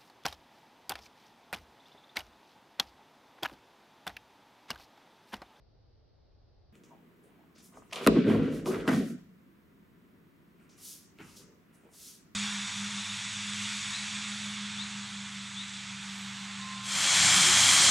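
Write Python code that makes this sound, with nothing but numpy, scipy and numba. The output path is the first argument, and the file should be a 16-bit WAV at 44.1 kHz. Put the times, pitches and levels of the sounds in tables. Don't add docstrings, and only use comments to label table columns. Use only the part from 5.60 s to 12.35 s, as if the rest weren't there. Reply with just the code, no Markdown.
import sys
import numpy as np
from scipy import signal
from scipy.fft import rfft, irfft, next_fast_len
from scipy.io import wavfile
from scipy.ndimage import uniform_filter1d
from numba import njit

SR = 44100
rng = np.random.default_rng(int(sys.argv[2]) if len(sys.argv) > 2 else 0)


def amplitude_ratio(level_db):
    exponent = np.asarray(level_db, float) / 20
    return 10 ** exponent


def inscribe(sig):
    pcm = np.round(np.clip(np.atleast_2d(sig).T, -1, 1) * 32767)
    wavfile.write(sys.argv[1], SR, pcm.astype(np.int16))


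N = 297670

# (frequency [Hz], density [dB per Hz])
WEAVE = [(1120, -26.5), (1900, -3.5), (2120, -5.5), (2340, 1), (2600, -3), (2960, -2), (4600, -15),
         (5980, -31.5), (10100, -120)]
# (frequency [Hz], density [dB per Hz])
SLOW_WEAVE = [(1500, -10), (2150, -1.5), (2600, -1), (3000, -3.5), (3400, -14.5), (5000, -18), (7000, -28)]


def unit(x):
    return x / np.sqrt(np.mean(x ** 2))


def gains_db(points, size):
    hz, db = np.transpose(points)
    bin_hz = np.arange(size // 2 + 1) * SR / size
    return np.interp(np.log(bin_hz + 1), np.log(hz), db)


def colour(x, points, size=4096):
    cepstrum = irfft(np.maximum(gains_db(points, size), -90) * np.log(10) / 20)
    cepstrum[1:size // 2] *= 2
    cepstrum[size // 2 + 1:] = 0
    h = irfft(np.exp(rfft(cepstrum)))
    return signal.oaconvolve(x, h / np.sqrt(np.sum(h ** 2)))[:N]


def ring(x, modes, rise_ms):
    t = np.arange(SR // 3) / SR
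    h = np.zeros(len(t))
    for k, (hz, db, t60) in enumerate(modes):
        h += (-1) ** k * amplitude_ratio(db) * np.sin(2 * np.pi * hz * t) * 1000. ** (-t / t60)
    h = h * np.sin(np.pi / 2 * np.clip(t * 1000 / rise_ms, 0, 1)) ** 2
    h = signal.sosfilt(signal.butter(4, .8 * modes[0][0], "high", fs=SR, output="sos"), h)
    return signal.oaconvolve(x, h / np.sqrt(np.sum(h ** 2)))[:N]


def walk(rate):
    hold = int(SR / rate)
    steps = np.repeat(rng.standard_normal(N // hold + 1), hold)
    return 0.73 * uniform_filter1d(uniform_filter1d(steps, hold), hold)[:N]


def grains(rate, scatter_db, flutter_db, flutter_rate):
    hit = rng.random(N) < rate / SR
    size = amplitude_ratio(scatter_db * rng.exponential(size=N)) * rng.standard_normal(N)
    return unit(hit * size * amplitude_ratio(flutter_db * walk(flutter_rate)))


def strokes(rows, bend):
    onset_bend = 2
    t = np.arange(0, N + 32, 16) / SR
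    s, db, rise_ms, fall_ms, tone = np.array(rows)[:, [0, 1, 2, 3, -1], None].transpose(1, 0, 2)
    late_ms = (t - s) * 1000
    away = np.abs(late_ms) / np.maximum(np.where(late_ms < 0, rise_ms, fall_ms), 1)
    level_db = db - 20 * away ** np.where(late_ms < 0, onset_bend, bend)
    power = amplitude_ratio(2 * np.maximum(level_db, -150))
    total = power.sum(axis=0)
    curves = 10 * np.log10(total), (power * tone).sum(axis=0) / total
    return [np.interp(np.arange(N) / SR, t, curve) for curve in curves]


def air(points, side_points, db, swell_db):
    size = 2 * next_fast_len(N // 2 + 1)
    bin_hz = np.arange(size // 2 + 1) * SR / size
    bass = 1 / (1 + (bin_hz / 300) ** 4)
    mid, side = rfft(rng.standard_normal((2, size))) * amplitude_ratio(gains_db(points, size))
    both = mid + side * amplitude_ratio(gains_db(side_points, size)) * np.array([[1], [-1]])
    low = irfft(both * bass)[:, :N] * amplitude_ratio(swell_db * walk(3.2))
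    high = irfft(both * (1 - bass))[:, :N] * amplitude_ratio(0.13 * swell_db * walk(7.5))
    return unit(low + high) * amplitude_ratio(db)


def outdoor_rumble():
    # (frequency [Hz], density [dB per Hz])
    rumble = [(12, -55), (20, -14), (64, -7.5), (122, -12.5), (148, -20), (187, -28), (452, -26),
              (573, -28), (819, -32), (990, -38.5), (2570, -48), (4760, -41.5), (5900, -52), (7670, -76),
              (13000, -120)]
    # (frequency [Hz], side minus mid [dB])
    rumble_side = [(60, -7.5), (110, -6), (200, 1), (380, -0.5), (700, -3), (1290, -2), (2380, -10),
                   (4400, 1), (8120, 3), (15000, 0)]
    still = air(rumble, rumble_side, -61.5, swell_db=1.0)
    return signal.sosfilt(signal.ellip(8, .3, 50, 6150, fs=SR, output="sos"), still)


def ventilation():
    # (frequency [Hz], density [dB per Hz])
    duct = [(12, -48.5), (20, -28), (90, -9.5), (116, -12.5), (141, -9), (167, -1.5), (395, -10.5),
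            (523, -20.5), (730, -23.5), (794, -30), (965, -22), (1940, -25.5), (4730, -39.5), (10000, -43),
            (15700, -36.5)]
    # (frequency [Hz], side minus mid [dB])
    duct_side = [(60, -10), (110, -2.5), (200, -10), (380, -7), (700, 1), (1290, -1), (2380, -1),
                 (4400, -1), (8120, -15), (15000, -1.5)]
    fan_hz, fan_db = 1970, -87
    t = np.arange(N) / SR
    fan = amplitude_ratio(fan_db) * np.sin(2 * np.pi * fan_hz * t + .8 * walk(2.7))
    return air(duct, duct_side, -61, swell_db=-1.5) + fan


def room(x):
    # (band centre [Hz], t60 [s], level [dB], side level [dB])
    bands = [(64.7, 0.6, 1, 2), (187, 0.83, -2.5, -15), (514, 0.3, 2, 0.5), (1395, 0.051, 7, 7.5),
             (3933, 0.62, 2.5, 1.5), (9990, .3, -20, 5.5)]
    t = np.arange(SR // 2) / SR
    tail = 0
    for hz, t60, db, side_db in bands:
        band = signal.butter(2, [hz / 1.7, min(hz * 1.7, 20000)], "band", fs=SR, output="sos")
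        noise = signal.sosfilt(band, rng.standard_normal((2, len(t))))
        tail = tail + amplitude_ratio([[db], [db + side_db]]) * noise * 1000. ** (-t / t60) / np.sqrt(t60)
    tail = tail * np.clip((t - .003) / 0.0048, 0, 1) * amplitude_ratio(-49.5)
    mid, side = signal.fftconvolve(x[None], tail)[:, :N]
    return mid + side * np.array([[1], [-1]])


def mat_bounce(x):
    bounce = np.roll(signal.sosfilt(signal.butter(2, 5000, "high", fs=SR, output="sos"), x), 60)
    return amplitude_ratio(-9.5) * bounce * np.array([[1], [-1]])


def rebounds():
    # (peak time [s], level [dB], pitch [Hz], length [ms])
    rebound_knocks = [(2.4775, -12, 286, 27), (2.5182, -20.7, 290, 9.4), (2.5388, -26.5, 265, 8),
                      (2.5573, -20, 336, 14), (2.5713, -13.5, 304, 13), (2.59, -12, 233.5, 26),
                      (2.6221, -21.8, 260, 13), (2.6508, -18.5, 230, 11), (2.6794, -15.5, 290, 7.8),
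                      (2.6932, -18, 228, 25), (2.7116, -20.5, 278, 21), (2.747, -14.5, 268, 5.1),
                      (2.769, -19, 271, 6.2), (2.797, -18, 250, 20), (2.8232, -12.5, 248, 5.6),
                      (2.8366, -19.3, 233, 12), (2.8578, -17, 210, 4.9), (2.873, -29.5, 302, 12),
                      (2.888, -26, 299, 3.9), (2.9099, -26, 261, 22), (2.9309, -23.5, 268, 8.9),
                      (2.9428, -32, 226, 19), (2.9593, -30, 291, 26), (2.9878, -35.8, 286, 6.3),
                      (3.018, -38.5, 233, 8.1), (3.041, -29, 262, 10), (3.0899, -22, 369, 25),
                      (3.1167, -31.1, 280, 3), (3.1335, -27.5, 384, 25), (3.1524, -30, 375, 7.5),
                      (3.171, -28, 324, 7.6), (3.197, -29, 319, 5.8), (3.2245, -32, 276, 29),
                      (3.242, -32, 316, 14), (3.2566, -48, 376, 8), (3.2852, -15.5, 268, 24),
                      (3.3042, -26, 273, 5.6), (3.3282, -22.5, 277, 32), (3.3481, -15, 214, 6.2),
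                      (3.3677, -20, 227, 5.3), (3.381, -16.5, 222, 10.4), (3.4008, -15, 218, 16.4),
                      (3.437, -28.5, 229, 5.9), (3.4647, -29.1, 274, 19), (3.5021, -26.5, 226, 26),
                      (3.5268, -29, 232, 11.5), (3.5448, -32, 245, 23),
                      (2.481, -17, 162, 40),
        (3.33, -25, 165, 40),
        (5.602, -44.5, 411, 23),
        (5.614, -43, 188, 22),
        (5.644, -48, 151, 23),
    ]
    out = np.zeros(N)
    before = 1500
    late_ms = np.arange(-before, 4000) / SR * 1000
    for s, db, hz, ms in rebound_knocks:
        swell = np.exp(-(late_ms / min(0.38 * ms, 5)) ** 2)
        decay = 1 / np.cosh(late_ms / (0.42 * ms))
        shape = np.where(late_ms < 0, swell, decay)
        i = int(s * SR) - before
        out[i:i + len(shape)] += amplitude_ratio(db - 4) * shape * np.cos(2 * np.pi * hz * late_ms / 1000)
    return signal.sosfilt(signal.butter(2, 90, "high", fs=SR, output="sos"), out)


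def floor():
    # (frequency [Hz], level [dB], t60 [s])
    boards = [(157.9, -2.5, 0.12), (185.4, -17, 0.58), (215.4, -1.5, 0.089), (259, -1, 0.077),
              (313.5, -3.5, 0.079), (347, -3, 0.042)]
    upper_boards = [(387.4, -0.5, 0.073), (428.8, 7, 0.047), (490, 0, 0.055), (565, -0.5, 0.041),
                    (643, -11.5, 0.048), (730, -40.5, 0.04)]
    joists = [(51.6, -1, 0.29), (72, -9.5, 0.099), (105.4, 0.5, 0.25)]
    # (peak time [s], level [dB], rise [ms], fall [ms], upper boards re level [dB])
    loads = [(1.128, -64.5, 4, 1500, -5), (1.312, -66, 240, 260, -2), (1.65, -65.5, 65, 100, 4),
             (2.135, -57, 4, 130, 5), (2.271, -63, 450, 120, -10), (2.334, -61, 28, 300, 17.5),
             (2.44, -48, 140, 25, 15.5), (2.468, -12.5, 6, 25, -4), (2.48, -23, 11, 200, -2.5),
             (2.578, -17.5, 85, 59, -10), (2.69, -20.5, 91, 400, -7.5), (2.81, -27, 360, 260, -11.5),
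             (2.98, -46, 83, 180, -4.5), (3.062, -27.5, 8.5, 280, -4), (3.28, -18.5, 16, 180, -11.5),
             (3.325, -20, 26, 50, -24), (3.375, -21, 26, 44, -16), (3.402, -23, 13, 116, -12.5),
             (3.515, -37, 78, 76, -18.5), (5.592, -51, 15.4, 170, -16), (5.8, -59.5, 85, 270, -1),
             (6.245, -60.5, 28, 84, 3)]
    # (peak time [s], level [dB], rise [ms], fall [ms])
    sags = [
        (2.16, -60.5, 35, 230),
        (2.455, -30.5, 13, 57),
        (2.544, -52, 80, 80),
        (2.77, -36.5, 240, 65),
        (2.98, -46, 350, 83),
        (3.082, -47, 27, 400),
        (3.378, -50, 154, 61),
        (5.585, -60, 3.83, 337),
    ]
    shake_db, upper_db = strokes(loads, bend=1.31)
    contacts = grains(rate=2400, scatter_db=0.26, flutter_db=2.5, flutter_rate=35)
    sag = contacts * amplitude_ratio(strokes(sags, bend=1.1)[0] - 3.0)
    knocks = contacts * amplitude_ratio(shake_db - 3)
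    upper = ring(knocks * amplitude_ratio(upper_db), upper_boards, rise_ms=9.5)
    t = np.arange(N) / SR
    loose = knocks * np.where((t > 2.452) & (t < 3.55), amplitude_ratio(-4.5), 1)
    return rebounds() + ring(loose, boards, rise_ms=5.4) + upper + ring(sag, joists, rise_ms=4.6)


def mat(scuffs):
    # (frequency [Hz], level [dB], t60 [s])
    foam = [(652, 1, 0.02), (795, -6, 0.024), (940, 0, 0.018), (1076, -3, 0.02), (1222, -2, 0.023)]
    panel = [(665.6, -2.5, .14), (737, -4, .09), (1170, -8, 0.045), (1494, -8.5, .05), (1835, -3, 0.054),
             (2014, -14, .04)]
    # (peak time [s], level [dB], rise [ms], fall [ms])
    presses = [(1.328, -56, 52, 124), (1.808, -68, 250, 230), (1.966, -73, 5.5, 530),
               (2.145, -56.5, 30, 180), (2.33, -44, 12, 68), (2.374, -37.5, 50, 62), (2.45, -47, 130, 23),
               (2.481, -26.5, 22, 5.8), (2.571, -42.5, 180, 52), (2.709, -36.5, 77, 214),
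               (2.943, -57, 190, 190), (3.063, -29, 13, 17), (3.155, -40, 93, 28), (3.085, -38, 32, 190),
               (3.288, -30, 28, 31), (3.34, -41, 80.5, 84), (5.18, -67, 14, 180), (5.605, -57, 35, 215),
               (6.132, -70, 8, 140), (5.82, -69, 50, 180), (6.26, -64, 50, 150)]
    # (peak time [s], level [dB], rise [ms], fall [ms])
    rattles = [
        (2.73, -45.5, 39, 150),
        (3.29, -37, 8.6, 96),
        (3.35, -44.5, 38, 110),
        (3.43, -51, 49, 29),
        (3.52, -71, 60, 52),
    ]
    press = scuffs * amplitude_ratio(strokes(presses, bend=0.86)[0] - 2.5)
    t = np.arange(N) / SR
    heel = np.abs(t - 5.75) < .25
    soft = np.abs(t - 3.95) > 2.05
    out = ring(press * (~heel & ~soft), foam, rise_ms=1.0)
    out = out + ring(press * soft, foam[:3], rise_ms=1.2) + ring(press * heel, foam[1:], rise_ms=1.2)
    return out + ring(scuffs * amplitude_ratio(strokes(rattles, bend=0.69)[0]), panel, rise_ms=1.6)


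def uniform(flaps, scuffs, slide):
    # (frequency [Hz], level [dB], t60 [s])
    folds = [(1316, -2, 0.021), (1522, -1.5, 0.021), (1652, -2, 0.012), (1944, -1, 0.013),
             (2197, -7, 0.0067)]
    # (peak time [s], folds level [dB], rise [ms], fall [ms], weave re folds [dB])
    lunge_flaps = [(2.312, -66.5, 7.1, 65, 10), (2.331, -56, 7, 42, 16.5), (2.364, -52, 4.4, 90, 13),
                   (2.44, -51, 90, 120, 3), (2.481, -43, 8, 20, 6), (2.571, -44.5, 89, 220, 0.5),
                   (2.709, -40, 117, 300, -2.5), (2.943, -50, 200, 190, -6.5), (3.063, -50.5, 10, 240, 1),
                   (3.15, -42, 63, 85, -8.5), (3.21, -47.5, 62, 100, -1), (3.266, -50, 90, 21, -27),
                   (3.288, -26.5, 5.9, 22, -14.5), (3.335, -37, 74, 162, -7.5), (3.5, -69, 103, 55, 3)]
    rustles = [(1.15, -74, 26, 100, 3.5), (1.242, -74.5, 8, 403, 4), (1.966, -73, 11, 200, 2),
               (1.7, -76, 110, 600, 1), (2.145, -62, 24, 60, -5), (2.24, -73.5, 103, 297, 1),
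               (5.002, -75.5, 19.7, 299, 3), (5.282, -71.5, 300, 290, 4), (5.599, -52, 16, 110, -1.5),
               (5.653, -66, 99, 199.6, 5), (5.83, -68.5, 90, 150, -5), (6.251, -72.5, 360, 200.5, -2.5),
               (6.482, -73, 300, 298, 4)]
    folds_db, weave_db = strokes(lunge_flaps + rustles, bend=1.21)
    flapping = ring((flaps + 0.61 * scuffs) * amplitude_ratio(folds_db - 5.0), folds, rise_ms=0.61)
    rub = (flaps + 0.87 * slide) * amplitude_ratio(folds_db + weave_db - 5)
    calm = np.arange(N) > 4 * SR
    return flapping + colour(rub * ~calm, WEAVE) + colour(rub * calm, SLOW_WEAVE)


@njit
def svf(x, hz, share):
    y, band, low = np.empty(len(x)), 0., 0.
    for i in range(len(x)):
        g = np.tan(np.pi * hz[i] / SR)
        v = (band + g * (x[i] - low)) / (1 + g * (g + share[i]))
        band = 2 * v - band
        low = low + 2 * g * v
        y[i] = v * np.sqrt(share[i] / g)
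    return y


def skin(slide):
    # (frequency [Hz], density [dB per Hz])
    skin_spectrum = [(1760, -31.5), (2450, -13.5), (3310, -1.5), (4130, -2), (5560, -0.5), (8300, -4.5),
                     (12100, -2.5), (12500, -6.5), (15700, -7.5)]
    # (peak time [s], level [dB], rise [ms], fall [ms], centre [Hz])
    skids = [(1.16, -72, 20, 67, 7500), (1.242, -65.5, 10, 57, 6600), (1.292, -72, 26, 69, 6800),
             (1.64, -70.5, 12, 94, 9200), (1.96, -65, 13, 49, 4900), (1.986, -59.5, 15, 67, 5100),
             (2.05, -56, 35, 95, 9205), (2.18, -64.5, 70, 72, 7300), (2.27, -72, 62, 60, 9000),
             (2.328, -48, 6.3, 110, 5100), (2.374, -52.5, 75, 50, 5370), (2.45, -49, 52, 36, 5900),
             (2.478, -46, 5, 24, 8000), (2.56, -60.5, 65, 140, 4870), (2.709, -51.5, 60, 113, 6900),
             (2.85, -62.5, 120, 150, 5800), (2.95, -53, 51, 100, 7040), (3.075, -42.5, 25, 134, 6850),
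             (3.21, -64.5, 53, 97, 5860), (3.288, -41, 16, 15, 5470), (3.346, -44.5, 89, 104, 5830),
             (3.43, -57.5, 71, 110, 6360), (3.498, -55, 79, 65, 7470), (3.57, -71.5, 65, 78, 7130),
             (5.03, -77, 40, 88, 8000), (5.096, -64, 6.1, 34, 5430), (5.122, -66, 22, 88, 5800),
             (5.68, -58, 100, 240, 6300), (5.772, -51.5, 18, 85, 6040), (5.82, -67, 40, 56, 8000),
             (5.88, -76, 61, 75, 6000), (6.15, -64.5, 22.5, 66, 9050), (6.24, -77, 86, 79, 8000)]
    # (peak time [s], level [dB], rise [ms], fall [ms], centre [Hz])
    drags = [
        (5.195, -56.5, 31, 60.5, 8000),
        (5.26, -44, 63, 91, 9100),
        (5.305, -43, 100, 137, 8900),
        (5.44, -67, 80, 109, 5800),
        (6.345, -55.5, 22, 90, 8000),
        (6.415, -47.5, 97, 152, 8600),
        (6.485, -46, 90, 127.6, 7560),
    ]
    skin_db, centre_hz = strokes(skids + drags, bend=1.55)
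    share = np.clip(.6 + .14 * (skin_db + 68), .6, 2.4)
    centre_hz = np.clip(centre_hz, 3000, 13000)
    once = svf(slide * amplitude_ratio(skin_db), centre_hz, share)
    hiss = svf(once, centre_hz, share) * np.sqrt(share * np.tan(np.pi * centre_hz / SR))
    return amplitude_ratio(-0.5) * colour(hiss, skin_spectrum)


def rubbing():
    scuffs = grains(rate=3200, scatter_db=3.0, flutter_db=2.5, flutter_rate=84)
    flaps = grains(rate=7000, scatter_db=2.07, flutter_db=4, flutter_rate=21)
    slide = grains(rate=24000, scatter_db=0.8, flutter_db=1.5, flutter_rate=34)
    return mat(scuffs) + uniform(flaps, scuffs, slide) + skin(slide)


def cracks():
    # (time [s], peak level [dB], top re peak [dB], thump level
    # [dB], length [ms])
    crack_events = [(1.1535, -55, -5, -55, 0.37), (1.2356, -54, -3, -49, 0.15),
                    (1.9589, -58.5, -13.5, -47.5, 0.64), (1.9818, -57, -13, -53, 0.38),
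                    (2.312, -42, -18.5, -61.5, 0.5), (2.3262, -33.5, -21, -62, 0.34),
                    (2.3302, -30.5, -4, -52, 0.3), (2.358, -26.5, -14, -48, 0.6),
                    (2.4641, -18.5, -14, -4.5, 0.11), (2.472, -10, -12, -15.5, 0.67),
                    (3.058, -34, -12, -24, 0.11), (3.253, -48, -16, -28, 0.3),
                    (3.2772, -18.5, -24, -11.5, 0.15), (5.0923, -57, -12.5, -57, 0.3),
                    (5.5868, -41.5, -42, -51, 0.71),
                    (2.3335, -32, -4, -50, .5),
        (2.3608, -30, -9, -48, .5),
        (2.4655, -26, -15, -40, 4),
        (2.4735, -12, -25, -11, 1.6),
        (3.2798, -21, -26, -22, 1.5),
        (5.0005, -60, -15, -70, .3),
        (5.6025, -46, -40, -55, 1.5),
        (5.6105, -47, -40, -55, 1.5),
        (2.4742, -17, -22, -40, .3),
    ]
    # (frequency [Hz], level [dB], t60 [s])
    thump_modes = [(216.6, -12.5, 0.22), (316, 1.5, 0.025), (452, -14.5, 0.043), (630, -2.5, 0.018),
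                   (1245, 10.5, 0.0067)]
    # (frequency [Hz], density [dB per Hz])
    sole_slap = [(500, -30), (1200, 0.5), (2000, -5.5), (2700, -4.5), (3400, -9.5), (4500, -13),
                 (8000, -31), (16000, -65.5)]
    heel_slap = [(290, -45), (500, -8), (1600, 5), (2330, -5.5), (2980, -3.5), (6140, -26.5), (16000, -61)]
    tick = [(1500, -30.5), (4000, -7.5), (6000, -1), (11500, 2.5), (15500, -15)]
    tail = 400
    body, heel, snap, top, fray, weight = np.zeros((6, N + tail))
    late_ms = np.arange(tail) / SR * 1000
    for s, db, top_db, thump_db, ms in crack_events:
        i = int((s + .0007) * SR)
        burst = .16 * rng.standard_normal(tail) * np.exp(-late_ms / max(ms, .05))
        burst[0] = -1
        if db < -26:
            main = snap
        else:
            main = body if s < 3 else heel
        treble = top if db >= -26 else fray
        main[i:i + tail] += burst * amplitude_ratio(db + 11)
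        treble[i:i + tail] += burst * amplitude_ratio(db + top_db + 15)
        weight[i] += amplitude_ratio(thump_db + 14.5)
    top += signal.sosfilt(signal.butter(3, 8000, fs=SR, output="sos"), fray)
    calm = np.arange(N + tail) > 4 * SR
    cloth = colour(snap * ~calm, WEAVE) + colour(snap * calm, SLOW_WEAVE)
    slaps = colour(body, sole_slap) + colour(heel, heel_slap)
    return slaps + cloth + colour(top, tick) + ring(weight, thump_modes, rise_ms=4.5)


def scene():
    change_s = 1.126
    t = np.arange(N) / SR
    background = np.where(t < change_s, outdoor_rumble(), ventilation())
    near = floor() + rubbing() + cracks()
    return near + mat_bounce(near) + room(near) + background


def low_pass(x):
    return signal.sosfilt(signal.butter(12, 16470, fs=SR, output="sos"), x)


def record(dry):
    mix = signal.sosfilt(signal.ellip(10, .2, 70, 15800, fs=SR, output="sos"), dry)
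    return low_pass(mix)


dry = scene()
out = record(dry)
inscribe(out)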